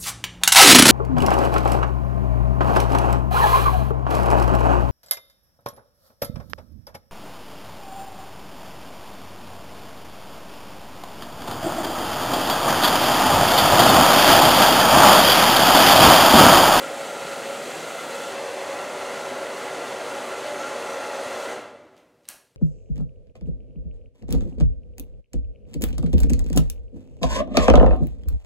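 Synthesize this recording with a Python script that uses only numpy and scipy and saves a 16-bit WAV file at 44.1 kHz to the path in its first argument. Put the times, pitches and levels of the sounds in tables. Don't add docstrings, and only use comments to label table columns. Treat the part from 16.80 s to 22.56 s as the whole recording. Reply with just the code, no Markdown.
import sys
import numpy as np
from scipy import signal
from scipy.fft import rfft, irfft
from scipy.io import wavfile
from scipy.ndimage import uniform_filter1d

SR = 44100
rng = np.random.default_rng(int(sys.argv[2]) if len(sys.argv) > 2 else 0)


def wav_record(signal):
    frames = np.transpose(np.atleast_2d(signal))
    bounded = np.clip(frames, -1, 1)
    quanta = np.round(bounded * 32767).astype(np.int16)
    wavfile.write(sys.argv[1], SR, quanta)


N = 254016
T = np.arange(N) / SR
FREQ = np.maximum(np.fft.rfftfreq(N, 1 / SR), 1)


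def undb(db):
    return 10 ** (np.asarray(db) / 20)


def unit(x):
    return x / np.sqrt(np.mean(x ** 2))


def slope(points):
    hz, value = np.transpose(points)
    return np.interp(np.log(FREQ), np.log(hz), value)


def bumps(modes):
    return sum(db / (1 + (2 * (FREQ - hz) / width) ** 2) for hz, width, db in modes)


def noise(db):
    return unit(irfft(rfft(rng.standard_normal(N)) * undb(db), N))


def split(x, centres):
    spectrum = rfft(x)
    return [irfft(spectrum * slope(list(zip(centres, row))), N) for row in np.eye(len(centres))]


def walk(rate_hz):
    return noise(-20 * np.log10(1 + (FREQ / rate_hz) ** 2))


def swell(x, db, hz, width_hz):
    band = irfft(rfft(x) / (1 + (2 * (FREQ - hz) / width_hz) ** 4), N)
    return x + band * (undb(db) - 1)


def fan_speed(off_s=4.729, half_speed_s=0.5):
    return 1 / (1 + np.maximum(T - off_s, 0) / half_speed_s)


def level_rides(far):
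    # middle and half length in seconds, then the change
    # in dB of fan whine, barrel whistle, jet rumble and nozzle hiss.
    swells = [(0.03, 0.08, 7.5, 2, 1, -.5), (0.167, 0.018, 2, -10, 2, 0), (0.51, 0.074, 1.5, 4, 1.5, 0),
              (0.724, 0.067, 11, 4.5, 0, 0), (0.985, 0.33, -9, -3.5, 1.5, 1),
              (1.147, 0.06, -18, 5.5, -5, .5), (1.398, 0.062, 6, 4, 0, 1),
              (1.695, 0.12, 8.5, -15, -1.5, -0.5), (1.917, .04, 7, -5, 1.5, 1),
              (2.296, 0.3, 4.5, 1.5, 0.5, 0.5), (3.332, 0.032, 6, 5.5, 1, -1.5),
              (3.55, .07, 0, 3, -1.5, 0.5), (3.82, 0.082, 1, 6.5, 0, 4), (4.148, 0.16, 5, 3.5, -2, 2),
              (4.624, 0.071, 6, 3, -2.5, 1)]
    waver = walk(rate_hz=8.9)
    whine_db = -39.5 * (1 - far) - 43 * far + 0.5 * waver
    whistle_db = (1 - far) - 2.7 * far - 0.1 * waver
    rumble_db = -0.5 * waver
    nozzle_db = 1.5 * far
    swell_db = sum(np.outer(change_db, np.exp(-((T - s) / half_s) ** 2))
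                   for s, half_s, *change_db in swells)
    return np.array([whine_db, whistle_db, rumble_db, nozzle_db]) + swell_db


def ripple(depth_db, centre_hz=1500, count=14):
    lags_s = rng.uniform(0.003033, .03, (count, 1))
    comb = unit(np.cos(2 * np.pi * FREQ * lags_s).sum(axis=0))
    return depth_db * comb * np.exp(-np.log(FREQ / centre_hz) ** 2)


def steady(x, hold_s=0.064, share=0.58):
    power = uniform_filter1d(x ** 2, int(hold_s * SR))
    return unit(x / power ** (share / 2))


def barrel_rush(far):
    # frequency in Hz, level in dB.
    near_air = [(30, -42), (60, -19), (100, -18), (160, -8), (250, -4.5), (480, 4), (800, 2), (1050, -5),
                (2400, -8), (4200, -11.5), (5200, -17.5), (7500, -13.5), (11000, -22), (15500, -33)]
    far_air = [(30, -38), (60, -31), (90, -15), (190, -12), (250, -5.5), (500, 2.5), (800, 0.5), (1150, -5),
               (2400, -10.5), (4200, -14.5), (5200, -19.5), (7500, -18.5), (9500, -21.5), (15500, -38.5)]
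    # centre in Hz, width in Hz, lift in dB.
    barrel_modes = [(545, 108, 5), (1372, 129, 10), (2037, 110, 5.5), (2350, 140, -1), (2680, 105, 4),
                    (3430, 140, 2.5), (3730, 350, -2), (4510, 170, 1.5), (6340, 430, 1)]
    near_modes = [(160, 14, 5), (193, 23, -4), (243, 40, 4.5), (381, 20, -6), (408, 21, 5), (437, 27, -4.5),
                  (522, 18, -4.5), (593, 35, 1), (623, 25, -6), (670, 54, 2.5)]
    far_modes = [(120, 10, -3.5), (151, 31, 2.5), (247.6, 31, 4), (354, 14, -10), (380.7, 30, 7),
                 (439, 25, -10), (470, 44, 4), (523, 19, -6.5), (571, 21, -7), (593, 19, 8), (740, 33, 1.5),
                 (802, 33, -3.5), (843, 24, 6), (904, 13, 2.5), (920, 26, -7), (980, 30, 3), (1070, 30, 2),
                 (1620, 22, 1.5), (1940, 24, 6), (2050, 44, 2)]
    barrel = bumps(barrel_modes)
    beside = steady(noise(slope(near_air) + barrel + bumps(near_modes) + ripple(depth_db=1.2)))
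    across = steady(noise(slope(far_air) + barrel + bumps(far_modes) + ripple(depth_db=2.0)))
    return np.sqrt(1 - far) * undb(-32.5) * beside + np.sqrt(far) * undb(-31.5) * across


def shimmer(air, gain=0.13, travel_s=.00009, count=4):
    lags_s = rng.uniform(0.001197, .005, count)
    treble = split(air, [1500, 2800])[1]
    return air + gain * sum(np.interp(T - lag - travel_s * walk(1.0), T, treble) for lag in lags_s)


def standing_waves(air):
    # middle and half length in seconds, centre and width in Hz, lift in dB.
    passes = [(0.998, .2, 850, 70, -10), (3.687, .07, 593, 40, 7.5), (4.024, .25, 855, 34, 6.5),
              (4.573, .05, 593, 41.4, 4.5), (4.897, 0.17, 589, 24, 5.5), (5.22, .15, 645, 40, 7),
              (5.27, 0.18, 408, 70, -6), (5.14, 0.13, 335, 70, 4)]
    for s, half_s, hz, width_hz, db in passes:
        air = swell(air, db * np.exp(-((T - s) / half_s) ** 2), hz, width_hz)
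    return air


def airflow(speed, far, whistle_db, rumble_db, nozzle_db, flutter_db=0.53):
    # band centre in Hz, exponent of speed in the band's gain.
    speed_law = [(100, 2.5), (330, 3.45), (580, 4.5), (2000, 4.9), (7000, 6.5), (15000, 8.8)]
    air = shimmer(barrel_rush(far))
    air = swell(air, nozzle_db, hz=6300, width_hz=1000)
    air = swell(air, whistle_db, hz=1374, width_hz=140)
    air = swell(air, rumble_db, hz=203, width_hz=240)
    air = standing_waves(air)
    centres, exponents = np.transpose(speed_law)
    return sum(band * speed ** exponent * undb(flutter_db * walk(11.5))
               for band, exponent in zip(split(air, centres), exponents))


def fan_whine(speed, level_db, shaft_hz=275.7, wobble=0.00509, flicker_db=2.5, speed_exponent=4.2):
    # multiple of the shaft rate, relative level in dB.
    fan_tones = [(2, -0.5), (3, -10.5), (4, -19.5), (5, -16.5), (7, -13)]
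    # centre and width in Hz, lift in dB.
    coast_peaks = [(575, 75, 19.5), (377, 50, -9)]
    turning_hz = shaft_hz * speed * (1 + wobble * walk(8.4))
    phase = 2 * np.pi * np.cumsum(turning_hz) / SR
    lift_db = bumps(coast_peaks)
    tones = 0
    for multiple, db in fan_tones:
        full_hz = multiple * shaft_hz
        crossing_db = np.interp(full_hz * speed, FREQ, lift_db) - np.interp(full_hz, FREQ, lift_db)
        ride_db = level_db if multiple == 2 else np.mean(level_db)
        gain = undb(ride_db + db + crossing_db + flicker_db * walk(10.0))
        tones = tones + np.sqrt(2) * np.sin(multiple * phase) * gain
    return tones * speed ** speed_exponent


def room_tone(level_db=-73):
    # frequency in Hz, relative level in dB.
    colour = [(25, -20), (60, 1), (150, 5), (400, -16), (900, -17), (2500, -9), (8500, -15), (13000, -19),
              (15500, -24)]
    return undb(level_db) * noise(slope(colour))


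def grip(start_s=5.166, attack_s=.002, fade_s=0.068, level_db=-65):
    # frequency in Hz, relative level in dB.
    colour = [(600, -22), (2500, 10.5), (6000, -7), (13000, -12), (15500, -16)]
    age = np.maximum(T - start_s, 0)
    envelope = (1 - np.exp(-age / attack_s)) * np.exp(-age / fade_s)
    return undb(level_db) * envelope * noise(slope(colour))


def hiss_bursts():
    # start in seconds, level in dB, fade time in milliseconds.
    bursts = [(5.166, -57, 3), (5.178, -56, 2.6), (5.434, -67, 2), (5.445, -62, 2), (5.4535, -55, 2.5),
              (5.479, -51, 2.5), (5.4843, -49, 2)]
    # frequency in Hz, relative level in dB.
    colour = [(600, -14), (1700, 0), (3000, 5), (4500, 1), (6200, 0), (9500, -6), (13000, -10),
              (15500, -15)]
    envelope = sum(undb(db) * (T >= s) * np.exp(-np.maximum(T - s, 0) * 1000 / fade_ms)
                   for s, db, fade_ms in bursts)
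    return envelope * noise(slope(colour))


def room_tail(build_s=0.0034):
    # frequency in Hz, relative level in dB.
    colour = [(150, -9), (450, -7), (560, 11), (820, 7), (1020, 1), (1700, -2.5), (2200, 4), (3000, -2),
              (5000, -1.5), (10000, 2), (13000, 1), (14000, -8), (15500, -10)]
    # centre in Hz, width in Hz, lift in dB.
    casing_modes = [(1640, 130, 9.5), (2160, 250, -1), (6230, 470, 1), (7450, 560, -8), (8150, 500, 2),
                    (9300, 400, -2), (10400, 500, 2), (11500, 500, -3), (12400, 500, 2)]
    # band centre in Hz, seconds to fall by 60 dB.
    decays = [(300, 0.47), (2000, 0.44), (7000, 0.41), (13000, 0.32)]
    centres, t60s = np.transpose(decays)
    bands = split(noise(slope(colour) + bumps(casing_modes)), centres)
    tail = sum(band * np.exp(-np.log(1000) * T / t60) for band, t60 in zip(bands, t60s))
    return tail * (1 - np.exp(-T / build_s))


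def switch_blows():
    # time in seconds, strength in dB, contact length in milliseconds.
    contacts = [(5.4877, -10.5, 0.062), (5.4884, -1, 0.027)]
    blows = np.zeros(N)
    for s, db, contact_ms in contacts:
        offset_ms = (T - int(s * SR) / SR) * 1000
        push = np.exp(-8 * (offset_ms / contact_ms) ** 2)
        blows += undb(db) * push / push.sum()
    return blows


def handle_ring(radiate_hz=1200):
    # frequency in Hz, level in dB, seconds to fall by 60 dB.
    modes = [(570, -22, .06), (1630, -28, .025), (2340, -22, .01), (3200, -24, .005), (4540, -21, 0.0045),
             (6130, -12, 0.0056), (6700, -10, 0.0046), (8500, 5.5, 0.0021), (9700, -2, 0.0022),
             (12360, -9, 0.0043), (14500, -10, .0025)]
    # delay in seconds, relative level in dB.
    slaps = [(.0015, -20), (.0063, -20), (.0139, -19)]
    t = T[:SR // 10]
    ring = sum(undb(db) * np.cos(2 * np.pi * hz * t) * np.exp(-np.log(1000) * t / t60)
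               for hz, db, t60 in modes)
    ring = signal.sosfilt(signal.butter(2, radiate_hz, "high", fs=SR, output="sos"), ring)
    return ring + sum(undb(db) * np.interp(t - int(delay_s * SR) / SR, t, ring, left=0)
                      for delay_s, db in slaps)


def switch(snap_gain_db=-22, snap_send_db=-39.5, burst_send_db=-31):
    tail = room_tail()
    bursts = hiss_bursts()
    blows = switch_blows()
    snap = undb(snap_gain_db) * signal.fftconvolve(blows, handle_ring())[:N]
    room_send = undb(snap_send_db) * blows + undb(burst_send_db) * bursts
    return snap + bursts + signal.fftconvolve(room_send, tail)[:N]


def scene(move_s=1.52, crossfade_s=0.011):
    speed = fan_speed()
    far = np.clip((T - move_s) / crossfade_s, 0, 1)
    whine_db, whistle_db, rumble_db, nozzle_db = level_rides(far)
    dryer = airflow(speed, far, whistle_db, rumble_db, nozzle_db) + fan_whine(speed, whine_db)
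    mono = dryer + grip() + switch() + room_tone()
    return np.array([mono, mono])


def record(dry, top_hz=15750):
    return signal.sosfilt(signal.ellip(10, .1, 80, top_hz, fs=SR, output="sos"), dry)


dry = scene()
out = record(dry)
wav_record(out)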